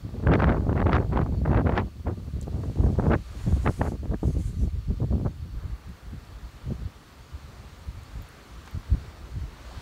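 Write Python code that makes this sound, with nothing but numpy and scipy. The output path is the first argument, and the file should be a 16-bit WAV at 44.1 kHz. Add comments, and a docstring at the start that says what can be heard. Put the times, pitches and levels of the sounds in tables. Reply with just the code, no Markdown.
"""A hand-held microphone at a windy camp, with scrub and a canvas awning rushing some way off.
From the start gusts buffet the port: faster air sweeps smaller eddies past it, so the rumble grows
ragged and bright in each. From about 2.5 s a sleeve rustles close by, and the last hard gusts hit
before 4 s. The wind then eases, a few small ticks fall, and a brief swish rises at the very end.
A faint insect band hums far off throughout."""
import sys
import numpy as np
from scipy import signal
from scipy.fft import rfft, irfft, next_fast_len
from scipy.io import wavfile
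from scipy.ndimage import uniform_filter1d, minimum_filter1d, map_coordinates

SR = 44100
rng = np.random.default_rng(int(sys.argv[2]) if len(sys.argv) > 2 else 0)


def unload_wav(signal):
    """Save mono or channel-first audio to the path in sys.argv[1] as 16-bit WAV at rate SR, clipped to [-1, 1]."""
    wavfile.write(
        sys.argv[1],
        SR,
        np.round(np.clip(np.atleast_2d(signal).T, -1, 1) * 32767).astype(np.int16),
    )


N = 432621

# Spectrum of the preamp's own noise: (frequency [Hz], relative level [dB])
PREAMP_SPECTRUM = [(2000, -11), (7000, -5), (11000, -1), (14700, -0.5), (16000, -3)]
# Narrow bands in the background: (centre [Hz], width [Hz], level [dB])
HUM_BANDS = [(4444, 28, -72.5), (1182, 15, -71)]
# Wind some way off: (time [s], scrub level [dB], canvas level [dB])
FAR_WIND_LEVELS = [(0, -61.5, -57.5), (2.0, -62.5, -60.5), (3.2, -58.5, -57), (3.4, -55, -48),
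                   (3.6, -57.5, -51), (4.0, -61.5, -60), (5.5, -62, -57.5), (5.62, -61.5, -50.5),
                   (5.85, -61, -52), (7, -59.5, -52.5), (8.7, -57.5, -49.5), (9.55, -57.5, -49.5),
                   (9.81, -52, -45)]
# Hiss of the scrub: (frequency [Hz], relative level [dB])
SCRUB_SPECTRUM = [(300, -10.5), (1500, -1.5), (2910, -1), (4300, -1), (4860, -4), (7010, -7.5),
                  (9500, -14.5), (12000, -36), (16000, -41)]
# Roar in the awning: (frequency [Hz], relative level [dB])
CANVAS_SPECTRUM = [(20, -37), (60, 5.5), (200, 0), (777, -8), (1180, -6.5), (2000, -13.5), (2910, -21),
                   (5000, -35.5)]
# A brief rising swish: (time [s], level [dB], centre [Hz])
SWISH_GLIDE = [(9.66, -75, 400), (9.7, -47, 603), (9.75, -54, 1205), (9.78, -75, 1400)]
# Small dry clicks: (time [s], peak [dB], centre [Hz], width [Hz], time to fall 60 dB [s])
DRY_TICKS = [(2.413, -35.5, 7360, 2480, 0.014), (2.426, -43.5, 4970, 5960, 0.08),
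             (5.891, -50, 8500, 3000, .01), (6.251, -50, 6000, 8000, .01), (8.0333, -49, 7000, 8040, 0.022),
             (8.2204, -45, 14600, 900, .02), (8.2886, -45.5, 9700, 3020, 0.014),
             (8.66, -47, 6500, 4000, .02), (8.6759, -33.5, 990, 2400, .03), (8.71, -51, 13500, 2000, 0.02),
             (8.797, -55, 12000, 6000, .01)]
# Cloth rubbing near the microphone: (start [s], hold [s], level [dB])
SLEEVE_STROKES = [(2.55, 0.94, -68), (3.36, 0.22, -59.5), (3.65, 0.24, -56.5), (4.28, 0.059, -58.5),
                  (4.41, 0.078, -56.5), (4.6, 0.03, -59.5)]
# Scratch of its fibres: (frequency [Hz], relative level [dB])
SLEEVE_SPECTRUM = [(500, -27), (1000, -9), (2470, -8.5), (4960, -8.5), (6500, -2.5), (8750, -5.5),
                   (12000, -12), (16000, -25)]
# Eddies at the port, before the treble loss: (frequency [Hz], relative level [dB])
EDDY_SPECTRUM = [(15, -48), (27, -22), (40, -4), (60, 4.5), (100, 1.5), (250, -4), (500, -8), (1600, -12),
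                 (10000, -39.5)]
# The strongest sudden small eddies: (middle [s], peak before the limiter [dB])
STRONG_JABS = [(.272, -12), (.338, -5), (.401, -15), (.443, -10), (.5, -20), (.694, -25), (.767, -21),
               (.778, -19), (.827, -15.5), (.87, -25), (.895, -9), (.932, 1), (.984, -18), (1.175, -14.5),
               (1.263, -23), (1.458, -20), (1.547, -16), (1.592, -31), (1.664, -25), (1.694, -14),
               (1.778, -6), (2.07, -25.5), (2.481, -24), (2.545, -25), (2.773, -31), (2.996, -26),
               (3.068, -16.5), (3.123, -14), (3.135, -14), (3.485, -22), (3.526, -17), (3.578, -30),
               (3.663, -14), (3.676, 1), (3.816, -7), (3.921, -24.5), (3.955, -32), (4.034, -25.5),
               (4.144, -17), (4.233, -17), (4.306, -27), (4.616, -30), (4.904, -32), (5.03, -27),
               (5.127, -23), (5.155, -23.5), (5.214, -30), (5.266, -23.5), (6.684, -34), (6.707, -26)]
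# Flow at the port between gusts: (time [s], bass level [dB], air speed [dB])
PORT_BREEZE = [(0, -46, 6), (.2, -34, 14), (.6, -28, 14.5), (1.8, -26.5, 1), (1.92, -39.5, 6),
               (2.4, -38, 6), (3.15, -28, 11), (3.25, -37.5, -3.5), (4.1, -32.5, -1), (4.65, -41, -1),
               (4.78, -32.5, -4), (5.2, -33, 7.5), (5.7, -46, -11), (6.0, -53, -1), (6.3, -41, -5),
               (7.0, -58, 0.5), (7.9, -45, -3.5), (8.4, -53.5, -1), (9.0, -47.5, -2.5), (9.81, -48, -5)]
# Gusts at the port: (start [s], hold [s], bass level [dB], air speed [dB])
PORT_GUSTS = [(0.051, .03, -33.5, 6), (0.272, 0.076, -16.5, 19.5), (0.317, 0.032, -13, 25.5),
              (0.393, 0.11, -22.5, 24), (0.518, 0.067, -26, 20.5), (0.695, .04, -30, 17),
              (.76, 0.058, -23.5, 20.5), (0.865, .05, -22.5, 21), (0.919, .04, -23, 27),
              (0.978, 0.07, -24.5, 17), (1.125, 0.094, -28, 22.5), (1.249, 0.032, -25.5, 14.5),
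              (1.32, 0.028, -25.5, 13), (1.457, 0.15, -23, 19.5), (1.668, 0.13, -25, 22.5),
              (1.753, 0.052, -24.5, 27), (1.865, .01, -33, 13.5), (2.069, 0.052, -27, 17.5),
              (2.177, .02, -32.5, 12.5), (2.273, 0.012, -33.5, 11.5), (2.337, 0.031, -29, 3),
              (2.473, 0.027, -32.5, 8.5), (2.519, 0.18, -29.5, 11.5), (2.767, 0.16, -24.5, 10.5),
              (2.985, 0.049, -24, 15.5), (3.036, .05, -16.5, 14.5), (3.112, 0.028, -18, 22.5),
              (3.359, 0.012, -30.5, 7), (3.47, .06, -19.5, 8), (3.565, 0.0071, -18.5, 10),
              (3.654, 0.031, -20, 21), (3.818, 0.056, -21, 20.5), (3.917, .04, -29, 10.5),
              (4.041, 0.017, -30, 12.5), (4.114, .03, -28, 14.5), (4.238, 0.024, -25.5, 11),
              (4.279, 0.029, -22, 8.5), (4.349, 0.056, -26.5, 8), (4.463, 0.15, -25.5, 1),
              (4.595, 0.087, -26.5, 5.5), (4.881, 0.034, -23, 4.5), (5.009, 0.041, -27, 10),
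              (5.117, 0.105, -27, 11), (5.255, 0.018, -29, 14), (5.427, 0.072, -33, 2.5),
              (5.559, 0.023, -27.5, -8), (5.627, .11, -35, -1.5), (5.875, 0.055, -37, 2),
              (6.128, 0.045, -34, 6.5), (6.436, .02, -35.5, 1), (6.68, 0.041, -24.5, 6.5),
              (6.783, 0.073, -31.5, 1), (7.206, 0.028, -45, 6), (7.339, 0.024, -39.5, -1),
              (7.442, 0.021, -38.5, -4.5), (7.88, 0.084, -36, -1.5), (8.16, 0.035, -34, -1),
              (8.564, .02, -38, 0), (8.748, 0.034, -31.5, -1.5), (8.93, 0.021, -23.5, 2.5),
              (8.993, 0.088, -37.5, -3), (9.214, .02, -39.5, 4), (9.346, 0.023, -29.5, -3),
              (9.424, 0.019, -28.5, -4), (9.626, 0.024, -40.5, -3), (9.774, 0.018, -41.5, 1)]

REACH_HZ = 100  # at air speed 0 dB the eddy spectrum loses 10 dB over each such span
JAB_HALF_S, JAB_FASTER_DB = .00187, 3  # half length; speed over the air around it
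STRAY_DB, STRAY_GROWTH, STRAY_SCATTER_DB = -50.5, 1.1, 2.5  # lesser jabs: peak, dB per dB of speed, spread
PREAMP_DB, CEILING_DB, TOP_HZ = -69.5, -11, 15760


def amp(db):
    """Decibels to gain."""
    return 10 ** (np.asarray(db) / 20)


def unit(x):
    """Scaled to rms 1."""
    return x / np.sqrt(np.mean(x ** 2) + 1e-20)


def along(points, hz):
    """Interpolate (frequency, value) points on a log axis."""
    knots_hz, values = np.transpose(points)
    return np.interp(np.log(hz + 1), np.log(knots_hz + 1), values)


def curves(rows):
    """One value per sample for each column after the time."""
    times, *columns = np.transpose(rows)
    return [np.interp(np.arange(N) / SR, times, column) for column in columns]


def ridge(rows, rise_db_per_s, fall_db_per_s):
    """The highest of many (start, hold, level) shapes that rise, hold and fall."""
    t = np.arange(0, N / SR + .002, .001)
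    start, hold, top = np.transpose(rows)[:, :, None]
    before, after = np.maximum(start - t, 0), np.maximum(t - start - hold, 0)
    shapes = top - rise_db_per_s * before - fall_db_per_s * after
    return np.interp(np.arange(N) / SR, t, shapes.max(axis=0))


def wobble(rate):
    """A smooth random curve, rate knots a second."""
    knots = rng.standard_normal(int(N * rate / SR) + 4)
    return map_coordinates(knots, [np.arange(N) * rate / SR])


def filtered(x, response):
    """x shaped by a response of frequency."""
    size = next_fast_len(len(x) + 8192)
    return irfft(rfft(x, size) * response(np.fft.rfftfreq(size, 1 / SR)), size)[:len(x)]


def resonance(hz, centre_hz, width_hz):
    """Response of a causal band-pass resonance."""
    return 1j * hz * width_hz / (centre_hz ** 2 - hz ** 2 + 1j * hz * width_hz)


def rush(spectrum, patchy_db):
    """Noise of rms 1 with patches of random gain across time and frequency."""
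    cells = signal.stft(rng.standard_normal(N), nperseg=512)[2]
    patches = uniform_filter1d(rng.standard_normal(cells.shape), size=6, axis=0)
    patches = uniform_filter1d(patches, size=14, axis=1)
    noise = signal.istft(cells * amp(patchy_db * unit(patches)), nperseg=512)[1][:N]
    return unit(filtered(noise, lambda hz: amp(along(spectrum, hz))))


def hums():
    """Two thin wavering bands of noise, the upper one like far insects."""
    out = 0
    for centre_hz, width_hz, db in HUM_BANDS:
        gain = amp(db + 0.8 * wobble(7.3))
        band = filtered(rng.standard_normal(N), lambda hz: resonance(hz, centre_hz, width_hz))
        out += gain * unit(band)
    return out


def far_wind():
    """Some way off, wind hisses in the scrub and roars in the canvas; the two swell together."""
    scrub_db, canvas_db = curves(FAR_WIND_LEVELS)
    swell = wobble(5.1)
    scrub = amp(scrub_db + 0.25 * swell) * rush(SCRUB_SPECTRUM, patchy_db=1.0)
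    canvas = amp(canvas_db + 0.34 * swell + 0.18 * wobble(16)) * rush(CANVAS_SPECTRUM, patchy_db=1.0)
    return scrub + canvas


def swish():
    """A narrow band of noise whose centre glides up."""
    level_db, centre_hz = curves([(0.015, -120, 400)] + SWISH_GLIDE)  # starts from silence
    return amp(level_db) * wobble(260) * np.sin(2 * np.pi * np.cumsum(centre_hz) / SR)


def ticks():
    """Small dry clicks, each a dying puff of noise in one broad resonance."""
    out, t = np.zeros(N + 4096), np.arange(4096) / SR
    for start, db, centre_hz, width_hz, t60 in DRY_TICKS:
        puff = rng.standard_normal(len(t)) * amp(-60 * t / t60)
        tick = filtered(puff, lambda hz: resonance(hz, centre_hz, width_hz) ** 2)
        out[round(start * SR):][:len(t)] += amp(db) * tick / abs(tick).max()
    return out[:N]


def sleeve():
    """Close to the microphone, dense fibre scratches under each stroke of the arm."""
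    level_db = ridge(SLEEVE_STROKES, rise_db_per_s=120, fall_db_per_s=200)
    return amp(level_db + wobble(40)) * rush(SLEEVE_SPECTRUM, patchy_db=2.5)


def air_at_port():
    """Bass level and air speed in dB: the breeze, or a gust where that is stronger."""
    breeze_db, breeze_speed_db = curves(PORT_BREEZE)
    start, hold, bass, speed = np.transpose(PORT_GUSTS)
    gust_db = ridge(np.c_[start, hold, bass], rise_db_per_s=394, fall_db_per_s=302)
    gust_speed_db = ridge(np.c_[start, hold, speed], rise_db_per_s=619, fall_db_per_s=518)
    return np.maximum(breeze_db, gust_db), np.maximum(breeze_speed_db, gust_speed_db)


def jabs(speed_db):
    """Puffs of fast, fine turbulence hit the port; lesser ones come by chance and grow with air speed."""
    out, t = np.zeros(N + 2048), (np.arange(2048) - 1024) / SR
    stray_times = rng.uniform(0, N / SR, size=120)
    stray_db = STRAY_DB + STRAY_GROWTH * speed_db[(stray_times * SR).astype(int)]
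    stray_db += STRAY_SCATTER_DB * rng.standard_normal(len(stray_times))
    for middle, db in list(STRONG_JABS) + list(zip(stray_times, stray_db)):
        at = int(middle * SR)
        reach_hz = REACH_HZ * amp(speed_db[at] + JAB_FASTER_DB)
        puff = rng.standard_normal(len(t)) * np.exp(-(t / JAB_HALF_S) ** 2)
        jab = filtered(puff, lambda hz: amp(along(EDDY_SPECTRUM, hz) - 10 * hz / reach_hz)
                       * hz / (hz + 400))  # thinned below 400 Hz
        out[at:][:len(t)] += amp(db) * jab / abs(jab).max()
    return out[1024:][:N]  # centres each puff on its time


def buffet(level_db, speed_db):
    """Eddies rumble right on the port; faster air brings smaller ones, reaching further into the treble."""
    flutter_db = 1.1 * wobble(30) + 1.85 * wobble(150) + 2.18 * wobble(500)
    reach_hz = REACH_HZ * amp(speed_db + flutter_db)
    smooth = rng.standard_normal(N)
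    spiky = unit(smooth * amp(4.24 * wobble(480) + 1.7 * wobble(70)))  # fine eddies strike one by one
    rumble, bass_power, band_octaves = 0, 0, .4
    for centre_hz in 22 * 2 ** (np.arange(22) * band_octaves):
        def band_response(hz):
            offset = np.clip(np.log2((hz + 1) / centre_hz) / band_octaves, -1, 1)
            return np.cos(np.pi / 2 * offset) ** 2 * amp(along(EDDY_SPECTRUM, hz))
        band = filtered(smooth if centre_hz < 200 else spiky, band_response)
        gain = amp(-10 * centre_hz / reach_hz)
        rumble += gain * band
        if centre_hz < 250:
            bass_power += gain ** 2 * np.mean(band ** 2)
    lumps = amp(0.88 * wobble(12) + 2.64 * wobble(26) + 1.23 * wobble(60))  # large eddies come unevenly
    return amp(level_db) * unit(lumps) * rumble / np.sqrt(bass_power)


def scene():
    """The wind on the port and the camp behind it, at one hand-held microphone."""
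    level_db, speed_db = air_at_port()
    port = buffet(level_db, speed_db) + jabs(speed_db)
    return (port + far_wind() + swish() + sleeve() + ticks() + hums())[None]


def record(dry):
    """Preamp hiss joins, a fast limiter holds the peaks, and nothing passes above the band limit."""
    mic = dry[0] + amp(PREAMP_DB) * rush(PREAMP_SPECTRUM, patchy_db=1.0)
    needed_gain = np.minimum(1, amp(CEILING_DB) / (abs(mic) + 1e-9))
    gain = uniform_filter1d(minimum_filter1d(needed_gain, size=161), size=81)
    return filtered(mic * gain, lambda hz: hz < TOP_HZ)[None]


dry = scene()
out = record(dry)
unload_wav(out)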